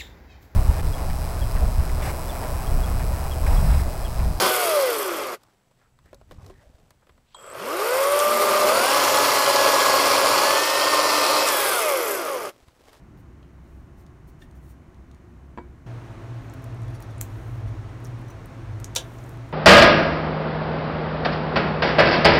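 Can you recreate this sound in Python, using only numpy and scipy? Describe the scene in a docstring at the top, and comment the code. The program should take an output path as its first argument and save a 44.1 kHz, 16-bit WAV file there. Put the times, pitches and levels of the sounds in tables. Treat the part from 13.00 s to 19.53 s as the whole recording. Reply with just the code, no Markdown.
"""First, fingers slide and tick on a plastic sauce bottle at a quiet table; set down, it knocks and rings beside a dish.
Then, over a kitchen's low drone, scissors work into a boiled chicken held with steel tongs:
wet ticks, two sharp snips, and a bone that gives way with a crack.
Rubs, hiss and air are filtered noise; cuts and cracks are short coloured bursts; struck things ring as dying sines."""
import sys
import numpy as np
from scipy import signal
from scipy.fft import rfft, irfft
from scipy.io import wavfile
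from scipy.ndimage import uniform_filter1d

SR = 44100
rng = np.random.default_rng(int(sys.argv[2]) if len(sys.argv) > 2 else 0)


def log_audio(samples):
    """Write samples as a 16-bit WAV file to the path given in sys.argv[1]."""
    # one column per channel
    frames = np.atleast_2d(samples).T
    # limit to full scale, then quantise
    limited = np.clip(frames, -1, 1)
    pcm = np.round(limited * 32767).astype(np.int16)
    wavfile.write(sys.argv[1], SR, pcm)


N = 287825
FREQS = np.fft.rfftfreq(N, 1 / SR)
TIME = np.arange(N) / SR


def gain_of(db):
    """Turns decibels into a factor."""
    return 10 ** (np.asarray(db) / 20)


def evened(x):
    """Scales a sound to an average strength (rms) of 1."""
    return x / np.sqrt(np.mean(x ** 2) + 1e-20)


def read(points, hz):
    """Joins table points with straight lines on a log-frequency axis."""
    point_hz, value = np.transpose(points)
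    return np.interp(np.log(hz + 1), np.log(point_hz + 1), value)


def add(mix, start_s, sound):
    """Mixes a sound in at a given time, cutting off what runs past the end."""
    part = mix[max(round(start_s * SR), 0):][:len(sound)]
    part += sound[:len(part)]


def noise(gain):
    """Noise of rms 1, shaped by a gain at each frequency."""
    spectrum = rfft(rng.standard_normal(N)) * gain
    return evened(irfft(spectrum, N))


def resonant_noise(hz, width_hz):
    """Noise of rms 1 in one narrow resonance."""
    return noise(1 / (1 + (2 * (FREQS - hz) / width_hz) ** 2))


def hump(hz, centre_hz, octaves):
    """A broad resonance in dB, with skirts that fall slowly."""
    distance = np.log2((hz + 1) / centre_hz) / octaves
    return -14 * np.log10(1 + distance ** 4 / 2) - 10 * np.log10(1 + distance ** 2)


def impulse(colour, size=1024):
    """A click that starts at once, with spectrum colour(Hz) in dB; rms 1 over a millisecond."""
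    hz = abs(np.fft.fftfreq(size, 1 / SR))
    log_gain = np.log(gain_of(np.maximum(colour(hz), -70)))
    # this choice of phase (minimum phase) puts the energy as early as possible
    click = np.fft.ifft(np.exp(np.conj(signal.hilbert(log_gain)))).real
    return click / np.linalg.norm(click) * np.sqrt(SR / 1000)


def spatter(decay_s, direct, size=1024):
    """One push followed by a dying rush of tiny slips; energy 1."""
    rush = rng.standard_normal(size) * np.exp(-np.arange(size) / SR / decay_s)
    rush /= np.linalg.norm(rush)
    rush[0] = direct
    # many slips together favour no pitch: flatten the spectrum, keep its phase
    spectrum = rfft(rush, 2 * size)
    rush = irfft(spectrum / np.sqrt(abs(spectrum) + 1e-9))[:size]
    return rush / np.linalg.norm(rush)


def ring(modes, size=16384):
    """A struck thing sounds several pitches, each dying by 60 dB in its own t60."""
    t = np.arange(size) / SR
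    return sum(gain_of(db - 60 * t / t60) * np.sin(2 * np.pi * hz * t) for hz, db, t60 in modes)


def room(x, size=16384):
    """Dense reflections that build up quickly and die at a rate set for each frequency."""
    # The room's ring: pitch_hz, t60_s
    room_decay = [(200, 0.39), (1500, .25), (5000, 0.12), (9000, 0.12), (16000, 0.12)]
    hz, t, bands = signal.stft(rng.standard_normal(size), SR, nperseg=256)
    fading = gain_of(-60 * t / read(room_decay, hz)[:, None])
    tail = signal.istft(bands * fading, SR, nperseg=256)[1][:size]
    tail *= 1 - np.exp(-(np.arange(size) / SR / 0.001) ** 2)
    return signal.fftconvolve(x, tail / np.linalg.norm(tail))[:N]


def tones(rows):
    """Steady faint sines, each starting at a random phase."""
    return sum(gain_of(db) * np.sqrt(2) * np.sin(2 * np.pi * (hz * TIME + rng.random())) for hz, db in rows)


def scrapes(rows, modes, rasp_db=-4, rasp_hz=7000):
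    """A short stroke of friction rasps and feeds the ringing pitches of the rubbed thing."""
    out, ringing = np.zeros(N), ring(modes)
    rasp = impulse(lambda f: hump(f, rasp_hz, 0.87))
    for middle_s, length_s, db in rows:
        count = int(length_s * SR)
        stroke = rng.standard_normal(count) * np.hanning(count)
        for body, body_db in ((ringing, 0), (rasp, rasp_db)):
            sound = signal.fftconvolve(stroke, body)
            # the level is that of the stroke's second half
            sound /= np.std(sound[count // 2:count])
            add(out, middle_s - length_s / 2, gain_of(db + body_db) * sound)
    return out


def table_air(level_db=-46.5):
    """The hush around the dining table: shaped noise and faint steady appliance tones."""
    # Colour of the still air, before it is scaled to its level: pitch_hz, relative_db
    air_colour = [(12, -50), (30, -4), (45, -10), (64, 2.5), (85, -8), (140, -6.5), (200, -13.5),
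                  (360, -14), (420, -25), (1100, -28.5), (2100, -35.5), (3300, -46.5), (7000, -49),
                  (15500, -60)]
    # Appliance tones: pitch_hz, level_db
    tone_rows = [(64.6, -54), (673, -74), (1077, -76), (3004, -86)]
    hush = gain_of(level_db) * noise(gain_of(read(air_colour, FREQS)))
    return hush + tones(tone_rows)


def bottle_handling(rub_octaves=1.4, grain_db=2.0, room_db=-6):
    """Skin slides grainily over the plastic, whose wall ticks and creaks under the grip."""
    # Fingers slide on the bottle: middle_s, length_s, level_db, centre_hz
    rub_rows = [(.195, .06, -69.5, 11000), (0.727, 0.32, -76, 7000), (1.002, 0.085, -68, 7400),
                (1.289, 0.048, -64.5, 10000), (1.425, 0.084, -67, 5500), (1.568, 0.059, -68.5, 8950),
                (1.675, 0.16, -67.5, 8900), (1.706, 0.044, -62, 10800)]
    # The bottle's wall ticks: start_s, level_db, centre_hz
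    tick_rows = [(.174, -62, 3000), (.429, -51.5, 2000), (1.065, -54.5, 4500), (1.512, -57.5, 5500),
                 (1.945, -59, 4000), (2.114, -54, 4050), (2.147, -58, 5000)]
    # The squeezed bottle creaks: middle_s, length_s, level_db
    creak_rows = [(1.421, .014, -51)]
    # The creaking wall rings with: pitch_hz, relative_db, t60_s
    wall_modes = [(1800, 2.5, 0.035), (2277, -4, .03), (3630, -8, .025)]
    out = scrapes(creak_rows, wall_modes, rasp_db=-6.5, rasp_hz=2800)
    for middle_s, length_s, db, hz in rub_rows:
        count = int(length_s * SR)
        unevenness = evened(uniform_filter1d(rng.standard_normal(count), size=90))
        friction = rng.standard_normal(count) * gain_of(grain_db * unevenness)
        hiss = signal.fftconvolve(friction, impulse(lambda f: hump(f, hz, rub_octaves)))[:count]
        swell = np.sin(np.pi * np.arange(count) / count)
        add(out, middle_s - length_s / 2, gain_of(db) * evened(hiss) * swell)
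    for start_s, db, hz in tick_rows:
        click = impulse(lambda f: hump(f, hz, 0.91))
        add(out, start_s, gain_of(db) * np.convolve(click, spatter(0.0018, direct=0.9)))
    return out + gain_of(room_db) * room(out)


def bottle_landing(ring_db=-1, thud_db=3.5, thud_hz=650, low_hz=170, room_db=-7):
    """Soft pushes of the bottle's base knock the table, which gives off little bass; the first rings the dish."""
    # The base lands and rocks: start_s, level_db (ring and thud add their own dB), contact_s
    landing_rows = [(2.5755, -38.5, 0.00039), (2.5846, -38.5, 0.00025), (2.589, -40.5, 0.00055)]
    # Bottle and table ring with: pitch_hz, relative_db, t60_s
    table_modes = [(226, -14, .16), (266, -1.5, 0.22), (306, -4, .1), (352, 0, 0.28), (488, -1, 0.067),
                   (550, -1.5, 0.059), (700, -7.5, 0.059), (939, 6, 0.048), (988, -2, 0.14),
                   (1280, -17, .025), (1673, -2, 0.062), (2540, -18, .025), (3200, -23, .025)]
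    # The dish, grazed as the bottle lands: pitch_hz, level_db, t60_s
    dish_modes = [(2275, -52, 0.26), (2305, -60, 0.17), (4613, -61, 0.11), (7386, -65, .11)]
    thuds, rings, body = np.zeros(N), np.zeros(N), ring(table_modes)
    thud = impulse(lambda f: hump(f, thud_hz, 1.12) - 10 * np.log10(1 + (f / 3500) ** 4))
    for start_s, db, contact_s in landing_rows:
        # a longer contact makes a softer push, which excites less treble
        push = np.exp(-np.arange(256) / SR * 2 * np.pi / contact_s)
        add(rings, start_s, gain_of(db + ring_db) * signal.fftconvolve(body, push / push.sum()))
        add(thuds, start_s, gain_of(db + thud_db) * np.convolve(thud, spatter(0.0034, direct=.15)))
    add(rings, landing_rows[0][0], ring(dish_modes))
    knocks = rings + thuds + gain_of(room_db) * room(thuds)
    return signal.sosfilt(signal.butter(2, low_hz, "highpass", fs=SR, output="sos"), knocks)


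def droning(hz, width_hz, level, steadiness):
    """A resonance that wanders in pitch, its strength held close to a level curve."""
    band = resonant_noise(hz, width_hz)
    # dividing by most of its own swell makes the band steadier
    band = evened(band / abs(signal.hilbert(band)) ** min(steadiness, 1))
    return band * gain_of(np.interp(TIME, *np.transpose(level)))


def kitchen_air(wash_db=-42, hum_db=0.0, boom_db=-1.0, rumble_db=-8, rumble_hz=52, steadiness=0.84):
    """Fan-like wash and a drone whose hum and boom beat against each other over a rumble."""
    # Colour of the still air, before it is scaled to its level: pitch_hz, relative_db
    air_colour = [(12, -43), (28, -10), (45, -3), (80, -5.5), (140, -5), (200, -13.5), (340, -11),
                  (430, -16.5), (1000, -20), (2000, -27), (3200, -35.5), (6000, -41), (9000, -47.5),
                  (15500, -65)]
    # The hum swells and sinks: time_s, level_db
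    hum_level = [(2.87, -35), (3.17, -47.5), (3.35, -33.5), (3.42, -43), (3.9, -33.5), (4.14, -49.5),
                 (4.23, -32), (4.28, -50), (4.37, -35.5), (4.81, -35), (4.87, -45), (5.18, -32.5),
                 (5.51, -53.5), (5.72, -34.5), (6.03, -42.5), (6.52, -36.5)]
    # So do the boom and the rumble under it: time_s, level_db (each adds its own dB)
    boom_level = [(2.87, -46.5), (3.8, -41), (3.85, -33.5), (4.01, -47), (4.1, -34.5), (4.59, -38),
                  (4.65, -30.5), (4.97, -41), (5.5, -45), (5.73, -33), (6.08, -48.5), (6.52, -41)]
    # The drone's steady upper resonances: pitch_hz, width_hz, level_db
    upper_rows = [(265.5, 10.5, -57.5), (331.6, 10.4, -58), (665, 19, -59.5)]
    # Faint steady appliance tones: pitch_hz, level_db
    tone_rows = [(1077, -66.5), (1324, -69.5), (1459, -76), (2530, -77.5)]
    wash = gain_of(wash_db) * noise(gain_of(read(air_colour, FREQS)))
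    hum = gain_of(hum_db) * droning(118.6, 4.5, hum_level, steadiness)
    boom = gain_of(boom_db) * droning(103.94, 7.8, boom_level, steadiness)
    rumble_level = rumble_db + np.interp(TIME, *np.transpose(boom_level))
    rumble = noise(gain_of(hump(FREQS, rumble_hz, 0.39))) * gain_of(rumble_level)
    upper = sum(gain_of(db) * resonant_noise(hz, width_hz) for hz, width_hz, db in upper_rows)
    return wash + hum + boom + rumble + upper + tones(tone_rows)


def grainy_hiss(centre_hz=9000, grains_per_s=2500, spread_db=-2.0, release_s=0.054, faint_db=-74.5):
    """A faint hiss, made of random tiny grains, that jumps up at a cut, holds, and dies back."""
    # The hiss jumps up: start_s, hold_s, level_db
    surge_rows = [(4.21, 0.36, -66.5), (5.04, 0.036, -67), (5.96, 0.36, -65)]
    sizes = gain_of(spread_db * np.minimum(rng.exponential(1, N), 5)) * rng.choice([-1, 1], N)
    grains = sizes * (rng.random(N) < grains_per_s / SR)
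    hiss = evened(irfft(rfft(grains) * gain_of(hump(FREQS, centre_hz, .9)), N))
    surges = np.zeros(N)
    for start_s, hold_s, db in surge_rows:
        dying = np.exp(-np.maximum(TIME - start_s - hold_s, 0) / release_s)
        surges += gain_of(db) * (TIME > start_s) * dying
    # between cuts a fainter hiss remains
    return hiss * np.maximum(surges, gain_of(faint_db))


def wet_ticks(ticks_per_s=10, level_db=-57, spread_db=1, centre_hz=10400, octaves=.6):
    """Faint ticks, one at a random moment in each slot of the cutting spells, as rows like those of the snips."""
    # The scissors work through soft flesh: start_s, end_s (equal times give no ticks)
    working_spells = [(3.0, 3), (3.5, 3.8), (5.0, 5.15), (5.75, 6.8)]
    rows = []
    for start_s, end_s in working_spells:
        slots = np.arange(start_s, end_s, 1 / ticks_per_s)
        for slot_s, (late, size, pitch) in zip(slots, rng.uniform(-1, 1, (len(slots), 3))):
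            tick_s = slot_s + abs(late) / ticks_per_s
            rows.append((tick_s, level_db + spread_db * size, centre_hz * 2 ** (.3 * pitch), octaves))
    return rows


def cutting_clicks(room_db=-8):
    """The small clicks and ticks of the cutting, each a short burst with its own pitch and width."""
    # Small clicks of the cutting, with the low body of the first snap and the blade's bites
    # before the bone cracks: start_s, level_db, centre_hz, width_octaves
    click_rows = [(3.498, -48.5, 7250, .23), (3.538, -45, 9000, 1.5), (3.642, -45, 8340, 0.68),
                  (3.819, -52, 8000, .44), (3.833, -53, 7400, .44), (4.004, -46, 10000, 0.97),
                  (4.025, -42, 9300, 1.2), (4.181, -47, 8500, .3), (4.209, -38, 8350, .42),
                  (4.2123, -34, 1980, 1.4), (5.042, -50, 11000, .5), (5.048, -42, 7500, .85),
                  (5.054, -39.5, 5800, 0.22), (5.07, -50, 7000, 0.83), (5.214, -55, 9500, .46),
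                  (5.458, -47, 10700, .46), (5.801, -43.5, 7000, 1), (5.845, -34.5, 6870, .7),
                  (5.952, -27, 6900, 1.1), (5.958, -31, 5500, 0.91), (6.186, -49, 6200, .33),
                  (6.239, -44.5, 7300, .17), (6.293, -46, 9800, .73)]
    out = np.zeros(N)
    for start_s, db, hz, octaves in [*click_rows, *wet_ticks()]:
        click = impulse(lambda f: hump(f, hz, octaves))
        add(out, start_s, gain_of(db) * np.convolve(click, spatter(0.0013, direct=0.58)))
    return out + gain_of(room_db) * room(out)


def squeak(start_s=3.4, length_s=.1, start_hz=13400, rise_hz_per_s=4000, level_db=-73, waver=.006):
    """Wet skin squeaks thinly along a blade: one unsteady rising glide that swells and fades."""
    t = np.arange(0, length_s, 1 / SR)
    unsteadiness = evened(uniform_filter1d(rng.standard_normal(len(t)), size=60))
    pitch_hz = (start_hz + rise_hz_per_s * t) * (1 + waver * unsteadiness)
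    glide = np.sin(2 * np.pi * np.cumsum(pitch_hz) / SR)
    out = np.zeros(N)
    add(out, start_s, gain_of(level_db) * np.sin(np.pi * t / length_s) * glide)
    return out


def tong_scrapes():
    """The steel tongs are grazed and sing briefly: friction noise feeds their ringing pitches."""
    # Strokes: middle_s, length_s, level_db
    tong_rows = [(3.882, .012, -61), (3.905, 0.012, -63), (3.952, 0.043, -59.5), (4.025, 0.033, -60),
                 (4.11, 0.06, -66), (4.685, 0.068, -67)]
    # The tongs ring with: pitch_hz, relative_db, t60_s
    tong_modes = [(3480, -1, 0.069), (4538, -2, .05), (5690, 1, 0.046), (6940, -8, .05), (9981, -7, .08),
                  (11500, -16, .04), (13450, -14, .03)]
    return scrapes(tong_rows, tong_modes)


def blade_snaps(room_db=-6):
    """The blades jump through gristle and meet: a broad, dry snap with a short tail of room."""
    # The blades shut: start_s, level_db, brightness_db_per_octave (above 4000 Hz)
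    snap_rows = [(4.2126, -19, 9), (5.8443, -28.5, -11)]
    # Colour of the snap before that brightness: pitch_hz, relative_db
    steel_colour = [(300, -18), (1200, -19), (2500, -15.5), (4000, -15.5), (5200, -6), (6400, 4.5),
                    (7500, 8.5), (9500, -8), (11000, -3), (16000, -8.5)]
    out = np.zeros(N)
    for start_s, db, tilt in snap_rows:
        click = impulse(lambda f: read(steel_colour, f) + tilt * np.log2(np.maximum(f, 4000) / 4000))
        add(out, start_s, gain_of(db) * np.convolve(click, spatter(0.00058, direct=3.8)))
    return out + gain_of(room_db) * room(out)


def blade_scrapes():
    """Steel grazes steel as the blades rub: friction noise feeds their ringing pitches."""
    # Strokes: middle_s, length_s, level_db
    blade_rows = [(5.284, 0.013, -61), (5.304, 0.013, -55.5)]
    # The blades ring with: pitch_hz, relative_db, t60_s
    blade_modes = [(4021, 0, .08), (6002, 6, .05), (8350, -7, 0.036), (11160, 0, .04), (13700, -11, .03),
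                   (15500, -7, .06)]
    return scrapes(blade_rows, blade_modes)


def bone_crack(ring_db=-33.5, room_db=-4.0):
    """The bone breaks in stages; the biggest jolt rings scissors and plate."""
    # The bone splinters in a quick run of fractures: start_s, level_db, decay_s
    fracture_rows = [(5.9608, -18.5, 0.00082), (5.963, -19, 0.00051), (5.9638, -14, 0.00061),
                     (5.9659, -20, 0.00072), (5.9704, -27.5, .0008), (5.979, -45, 0.0009),
                     (5.9823, -26.5, 0.0018)]
    # Colour of a fracture: pitch_hz, relative_db
    bone_colour = [(150, -27), (510, 0), (750, -8), (1400, -9.5), (1950, -12), (2550, -8), (3050, 0),
                   (4400, -3.5), (5200, -3), (5900, 1), (7500, -6), (9500, -7.5), (11000, -13),
                   (16000, -22.5)]
    # Scissors and plate ring with: pitch_hz, relative_db, t60_s
    scissor_modes = [(520, 2, .14), (930, -7, .14), (1400, -7, .14), (1650, -7, .16), (2636, -5, .09),
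                     (2760, -1, .11), (2928, -1, .08), (3083, 2, .12), (3167, -1, .1), (3596, -2, .11),
                     (3760, 1, .12), (3880, 0, .11), (4710, -1, .1), (5459, -1, .1), (5735, -1, .12),
                     (5885, 0, .12), (6660, -4, .12)]
    out, click = np.zeros(N), impulse(lambda f: read(bone_colour, f))
    for start_s, db, decay_s in fracture_rows:
        add(out, start_s, gain_of(db) * np.convolve(click, spatter(decay_s, direct=0.35)))
    out += gain_of(room_db) * room(out)
    biggest = max(fracture_rows, key=lambda row: row[1])
    add(out, biggest[0], gain_of(ring_db) * ring(scissor_modes))
    return out


def scene(kitchen_from_s=2.863):
    """The table, then at once the kitchen."""
    table = table_air() + bottle_handling() + bottle_landing()
    cutting = cutting_clicks() + squeak() + blade_snaps() + bone_crack()
    steel = tong_scrapes() + blade_scrapes()
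    kitchen = kitchen_air() + grainy_hiss() + cutting + steel
    # a crossfade of 128 samples avoids a click
    in_kitchen = uniform_filter1d(1. * (TIME > kitchen_from_s), size=128)
    return (table * (1 - in_kitchen) + kitchen * in_kitchen)[None]


def record(dry, edge_hz=15850):
    """The microphone's housing dips the treble in places, then a steep filter removes the top."""
    # Dips: centre_hz, width_hz, depth_db
    mic_dips = [(4900, 440, -3), (7700, 510, -3), (10480, 590, -4.5)]
    dips_db = sum(db * np.exp(-((FREQS - hz) / width_hz) ** 2) for hz, width_hz, db in mic_dips)
    coloured = irfft(rfft(dry) * gain_of(dips_db), N)
    lowpass = signal.firwin(511, edge_hz, window=("kaiser", 9), fs=SR)
    return signal.oaconvolve(coloured, lowpass[None], "same")


dry = scene()
out = record(dry)
log_audio(out)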